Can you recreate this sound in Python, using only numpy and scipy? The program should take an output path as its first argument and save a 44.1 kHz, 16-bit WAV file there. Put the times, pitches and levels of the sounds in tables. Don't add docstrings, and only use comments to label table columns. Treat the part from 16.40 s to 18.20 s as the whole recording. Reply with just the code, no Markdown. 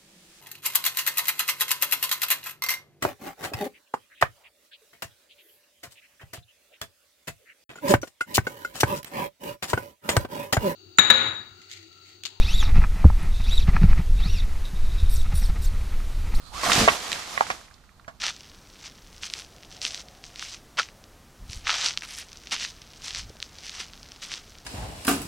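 import sys
import numpy as np
from scipy import signal
from scipy.fft import rfft, irfft
from scipy.io import wavfile

SR = 44100
rng = np.random.default_rng(int(sys.argv[2]) if len(sys.argv) > 2 else 0)


def file_out(sig):
    cols = np.atleast_2d(sig).T
    lim = np.clip(cols, -1, 1)
    pcm = np.round(lim * 32767).astype(np.int16)
    wavfile.write(sys.argv[1], SR, pcm)


N = 79380
TOP_HZ = 15300


def undb(db):
    return 10 ** (np.asarray(db) / 20)


def unit(x):
    return x / np.sqrt(np.mean(x ** 2) + 1e-20)


def sized(x, window_s=.01):
    energy = np.mean(np.sum(np.atleast_2d(x) ** 2, axis=1))
    return x / np.sqrt(energy / (window_s * SR) + 1e-20)


def curve(rows, column=1):
    rows = np.array(rows)
    return np.interp(np.arange(N) / SR, rows[:, 0], rows[:, column])


def through(x, response):
    return signal.fftconvolve(np.atleast_2d(x), np.atleast_2d(response), axes=1)[:, :x.shape[-1]]


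def colour(x, spectrum):
    hz, db = np.array(spectrum).T
    size = 4096
    bins_hz = np.maximum(np.fft.rfftfreq(size, 1 / SR), 1)
    cepstrum = irfft(np.log(undb(np.interp(np.log(bins_hz), np.log(hz), db))))
    cepstrum[1:size // 2] *= 2
    cepstrum[size // 2 + 1:] = 0
    return unit(through(x, irfft(np.exp(rfft(cepstrum)))))


def band(x, hz, octaves, order=3):
    edges_hz = [hz * 2 ** (-octaves / 2), min(hz * 2 ** (octaves / 2), TOP_HZ)]
    return signal.sosfilt(signal.butter(order, edges_hz, 'band', fs=SR, output='sos'), x)


def lowpass(x, hz):
    return signal.sosfilt(signal.butter(2, hz, fs=SR, output='sos'), x)


def ring(t, hz, t60_s):
    return np.sin(2 * np.pi * hz * t) * np.exp(-np.log(1000) * t / t60_s)


def pan(db):
    return unit(undb(np.array([[db], [-db]]) / 2))


def pan_bands(x, balance):
    hz, db = np.array(balance).T
    bins_hz = np.maximum(np.fft.rfftfreq(N, 1 / SR), 1)
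    pan_db = np.interp(np.log(bins_hz), np.log(hz), db)
    gains = undb(np.array([pan_db, -pan_db]) / 2)
    return irfft(rfft(x) * gains / np.sqrt(np.mean(gains ** 2, axis=0)), N)


def add(out, x, start_s, right_lag_s=0):
    for side, row in enumerate(np.broadcast_to(x, (2, x.shape[-1]))):
        i = max(int((start_s + side * right_lag_s) * SR), 0)
        out[side, i:i + len(row)] += row[:max(N - i, 0)]


def clicks(per_s, spread_db, shared):
    size = undb(spread_db * np.minimum(rng.exponential(size=(3, N)), 4))
    trains = (rng.random((3, N)) < per_s / SR) * size * rng.choice([-1, 1], (3, N))
    return np.sqrt(shared) * trains[0] + np.sqrt(1 - shared) * trains[1:]


def wander(rate_hz):
    knots = rng.standard_normal(2048)
    return np.interp(np.arange(N) / SR * rate_hz, np.arange(len(knots)), knots)


def background(air_db=-58.5):
    # f/Hz, level/dB
    air_spectrum = [(20, -6.5), (55, 2.5), (100, -3.5), (200, -8.5), (400, -20.5), (1200, -15), (2500, -30),
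                    (8000, -34.5), (16000, -36)]
    gust_spectrum = [(20, -1.5), (55, 1.5), (110, -9.5), (200, -12), (400, -33.5), (2000, -75),
                     (16000, -84)]
    # t/s, level/dB
    gust_levels = [(0, -52.5), (.1, -48.5), (.15, -42), (.25, -47.5), (.5, -62), (1.3, -60.5), (1.55, -64),
                   (1.7, -55), (1.8, -63)]
    air = colour(clicks(per_s=7800, spread_db=2, shared=.82), air_spectrum)
    gusts = colour(clicks(per_s=20000, spread_db=1, shared=.5), gust_spectrum)
    return (air * undb(air_db) + gusts * undb(curve(gust_levels))) * pan(db=-5)


def yard_echo(x, level_db=-12, t60_s=.12, rise_s=.002):
    t = np.arange(SR // 2) / SR
    envelope = np.exp(-np.log(1000) * t / t60_s) * (1 - np.exp(-t / rise_s))
    tail = rng.standard_normal((2, len(t))) * envelope
    tail /= np.sqrt(np.sum(tail ** 2) / 2)
    return undb(level_db) * through(x, lowpass(tail, hz=4500))


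def rope():
    # t/s, level/dB
    levels = [(0, -55.5), (.08, -48.5), (.12, -52.5), (.22, -41), (.35, -69)]
    # f/Hz, level/dB
    spectrum = [(100, -30.5), (700, -10), (1250, 4), (2000, -13), (2900, -9.5), (4200, 1.5), (5800, -14.5),
                (7800, -10), (11000, -18.5), (16000, -30)]
    hiss = colour(clicks(per_s=15000, spread_db=4, shared=.2), spectrum)
    return hiss * undb(curve(levels)) * pan(db=-13)


def swish(width_hz=130):
    # t/s, f/Hz, level/dB
    sweep = [(.07, 700, -86), (.125, 845, -47), (.16, 1120, -40.5), (.2, 1270, -42), (.24, 1400, -58),
             (.3, 1400, -110)]
    phase = 2 * np.pi * np.cumsum(curve(sweep)) / SR
    rush = wander(2 * width_hz) * np.cos(phase) + wander(2 * width_hz) * np.sin(phase)
    return unit(rush) * undb(curve(sweep, column=2)) * pan(db=-10.5)


def ticks(decay_s=.0024):
    # t/s, level/dB, centre f/Hz
    slips = [(.758, -37.5, 2400), (1.066, -38.5, 1500), (1.212, -49.5, 1350), (1.281, -55, 1530),
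             (1.311, -53, 1380), (1.341, -53.5, 4900), (1.379, -64, 1556), (1.439, -60, 1486),
             (1.491, -56, 1680), (1.596, -52, 1287), (1.598, -62.5, 3600), (1.646, -55.5, 1450)]
    out, t = np.zeros((2, N)), np.arange(SR // 20) / SR
    for start_s, db, hz in slips:
        burst = rng.standard_normal(len(t)) * np.exp(-t / decay_s)
        add(out, undb(db) * sized(band(burst, hz, octaves=.97)) * pan(db=-8.5), start_s)
    return out


def pile(treble_cutoff_hz=11800):
    # t/s, level/dB
    leaf_levels = [(0, -61), (.122, -68), (.138, -40.5), (.22, -33.5), (.245, -26), (.29, -27), (.33, -20),
                   (.44, -22.5), (.5, -27.5), (.58, -34.5), (.76, -34.5), (.86, -39.5), (.93, -38),
                   (1.05, -38.5), (1.12, -41.5), (1.2, -49.5), (1.32, -60.5), (1.55, -67.5), (1.8, -66)]
    twig_levels = [(0, -58.5), (.11, -55), (.15, -43), (.224, -40), (.238, -29), (.31, -27), (.4, -24),
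                   (.46, -35), (.53, -31), (.57, -35.5), (.67, -41), (.76, -38), (.85, -46.5), (.94, -37.5),
                   (1.04, -46), (1.13, -43), (1.18, -52), (1.32, -58), (1.42, -70.5), (1.56, -67),
                   (1.8, -67.5)]
    bough_levels = [(0, -69), (.225, -61), (.27, -33.5), (.34, -33.5), (.42, -22.5), (.49, -36),
                    (.56, -50.5), (.75, -47.5), (.85, -58), (1.12, -50), (1.25, -68), (1.8, -65.5)]
    # f/Hz, level/dB
    leaf_spectrum = [(100, -30), (600, -7), (1500, -1.5), (3000, -2.5), (4500, -3), (6800, -6), (9500, -15),
                     (13000, -23.5), (16000, -36)]
    twig_spectrum = [(60, -21), (200, -10.5), (420, -9.5), (700, -1), (900, -5.5), (1200, -1), (1600, -14),
                     (2500, -18), (6000, -14.5), (16000, -21)]
    bough_spectrum = [(25, -6), (60, 2.5), (130, 0), (250, 0), (460, -6), (800, -6.5), (2000, -46),
                      (16000, -75)]
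    # f/Hz, pan/dB
    balance = [(60, -2), (110, -4.0), (200, -3.5), (380, -4.5), (700, -6), (1290, -6.5), (2380, -6),
               (4400, 0.5), (8120, -2), (15000, -8.0)]
    leaves = colour(clicks(per_s=6400, spread_db=3.5, shared=.39), leaf_spectrum)
    leaves *= undb(curve(leaf_levels) + wander(rate_hz=150))
    twigs = colour(clicks(per_s=1200, spread_db=1.5, shared=.57), twig_spectrum)
    twigs *= undb(curve(twig_levels) + 1.34 * wander(rate_hz=71.9))
    boughs = colour(clicks(per_s=540, spread_db=-.5, shared=1), bough_spectrum)
    boughs *= undb(curve(bough_levels))
    return lowpass(pan_bands(leaves + twigs + boughs, balance), treble_cutoff_hz)


def thuds(overtone_ratio=2.01, overtone_db=-7.5):
    # t/s, relative level/dB, lowest mode f/Hz, rise/s, t60/s
    impacts = [(.26, -52, 67.4, 0.027, 0.092), (0.287, -34, 203, 0.0072, 0.1),
               (0.359, -34, 112.7, 0.019, .13), (0.409, -30, 70, 0.011, 0.23),
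               (.41, -17.5, 217.6, 0.013, 0.14)]
    out, t = np.zeros((2, N)), np.arange(SR // 2) / SR
    for start_s, db, hz, rise_s, t60_s in impacts:
        body = ring(t, hz, t60_s) + undb(overtone_db) * ring(t, hz * overtone_ratio, t60_s)
        swell = 1 - np.exp(-t / rise_s)
        add(out, 2 * undb(db) * body * swell * pan(db=1.5), start_s)
    return out


def snaps(fibres_per_s=2500, fibre_size=.22, deep_after_s=.45, thick_below_hz=1500, deep_lag_s=.00024):
    # t/s, level/dB, ring f/Hz, tear decay/s, splinter/dB, splinter f/Hz,
    # crack/dB, thump/dB, pan/dB; splinter, crack and thump relative to level
    breaks = [(0.234, -27.5, 1118, 0.014, -1, 785, -26, -17, -7),
              (.261, -23, 697, 0.024, -3, 1100, -26, -28, -3),
              (0.297, -23.5, 1194, 0.0044, -4, 1320, -9, -15, -6),
              (.318, -23.5, 1370, .006, 6, 2630, -4, -21.5, -4),
              (0.331, -32, 1830, 0.006, 10, 4500, 0.5, -16, -1),
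              (0.3528, -36, 3390, 0.0017, 9.5, 5600, -5, -18.5, 2),
              (.4765, -14, 677, 0.0075, -3.5, 1130, -27, -28, -1),
              (.4835, -14, 1111, 0.0061, -0.5, 2020, -26, -23, -5),
              (0.7178, -33, 1920, 0.0013, -4.5, 3340, 2, -24, -6.5),
              (0.7294, -33, 2270, 0.0013, 2, 3350, 2, -23, 0),
              (0.9761, -25, 1146, .004, 1.5, 1620, -24, -26, -7),
              (1.008, -15.5, 913, 0.0018, -1.5, 1260, -26, -23.5, -5.5),
              (1.1013, -28, 750, 0.0064, 5.5, 1560, -7, -31, -8),
              (1.111, -40, 1210, 0.0064, 3, 3800, 0, -2, 0),
              (1.679, -40, 662, 0.012, 3, 1150, -8.5, -6.5, -5.5)]
    # ratio to ring f, level/dB, base t60/s
    modes = [(1, 0.5, 0.012), (1.72, -5, .008), (3.3, -17, 0.014)]
    out, t = np.zeros((2, N)), np.arange(SR // 10) / SR
    for start_s, db, hz, tear_s, splinter_db, splinter_hz, crack_db, thump_db, pan_db in breaks:
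        decay = np.exp(-t / tear_s)
        fibres = fibre_size * rng.standard_normal(len(t)) * decay
        fibres *= rng.random(len(t)) < fibres_per_s / SR
        fibres[0] = 1
        wood = 0
        for ratio, mode_db, t60_s in modes:
            mode_hz = min(hz * ratio, TOP_HZ)
            mode = through(fibres, ring(t, mode_hz, t60_s + 2 * tear_s))
            wood += undb(mode_db) * sized(band(mode, mode_hz, octaves=2.32, order=2))
        noise = rng.standard_normal((3, len(t))) * decay
        grit = noise[0] + .42 * noise[1:]
        splinter = undb(splinter_db) * sized(band(grit, splinter_hz, octaves=1.106))
        crack = undb(crack_db) * sized(band(grit, hz=4300, octaves=1.3, order=2))
        thump = undb(thump_db) * sized(ring(t, hz=215, t60_s=.025))
        snap = undb(db) * (wood + splinter + crack + thump) * pan(pan_db)
        deep_in_pile = start_s > deep_after_s and hz < thick_below_hz
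        add(out, snap, start_s, right_lag_s=deep_lag_s * deep_in_pile)
    return out


def scene():
    cracks = snaps() + ticks()
    return rope() + swish() + pile() + thuds() + cracks + yard_echo(cracks) + background()


def record(dry):
    return signal.sosfilt(signal.ellip(8, .2, 70, TOP_HZ, fs=SR, output='sos'), np.clip(dry, -.9, .9))


dry = scene()
out = record(dry)
file_out(out)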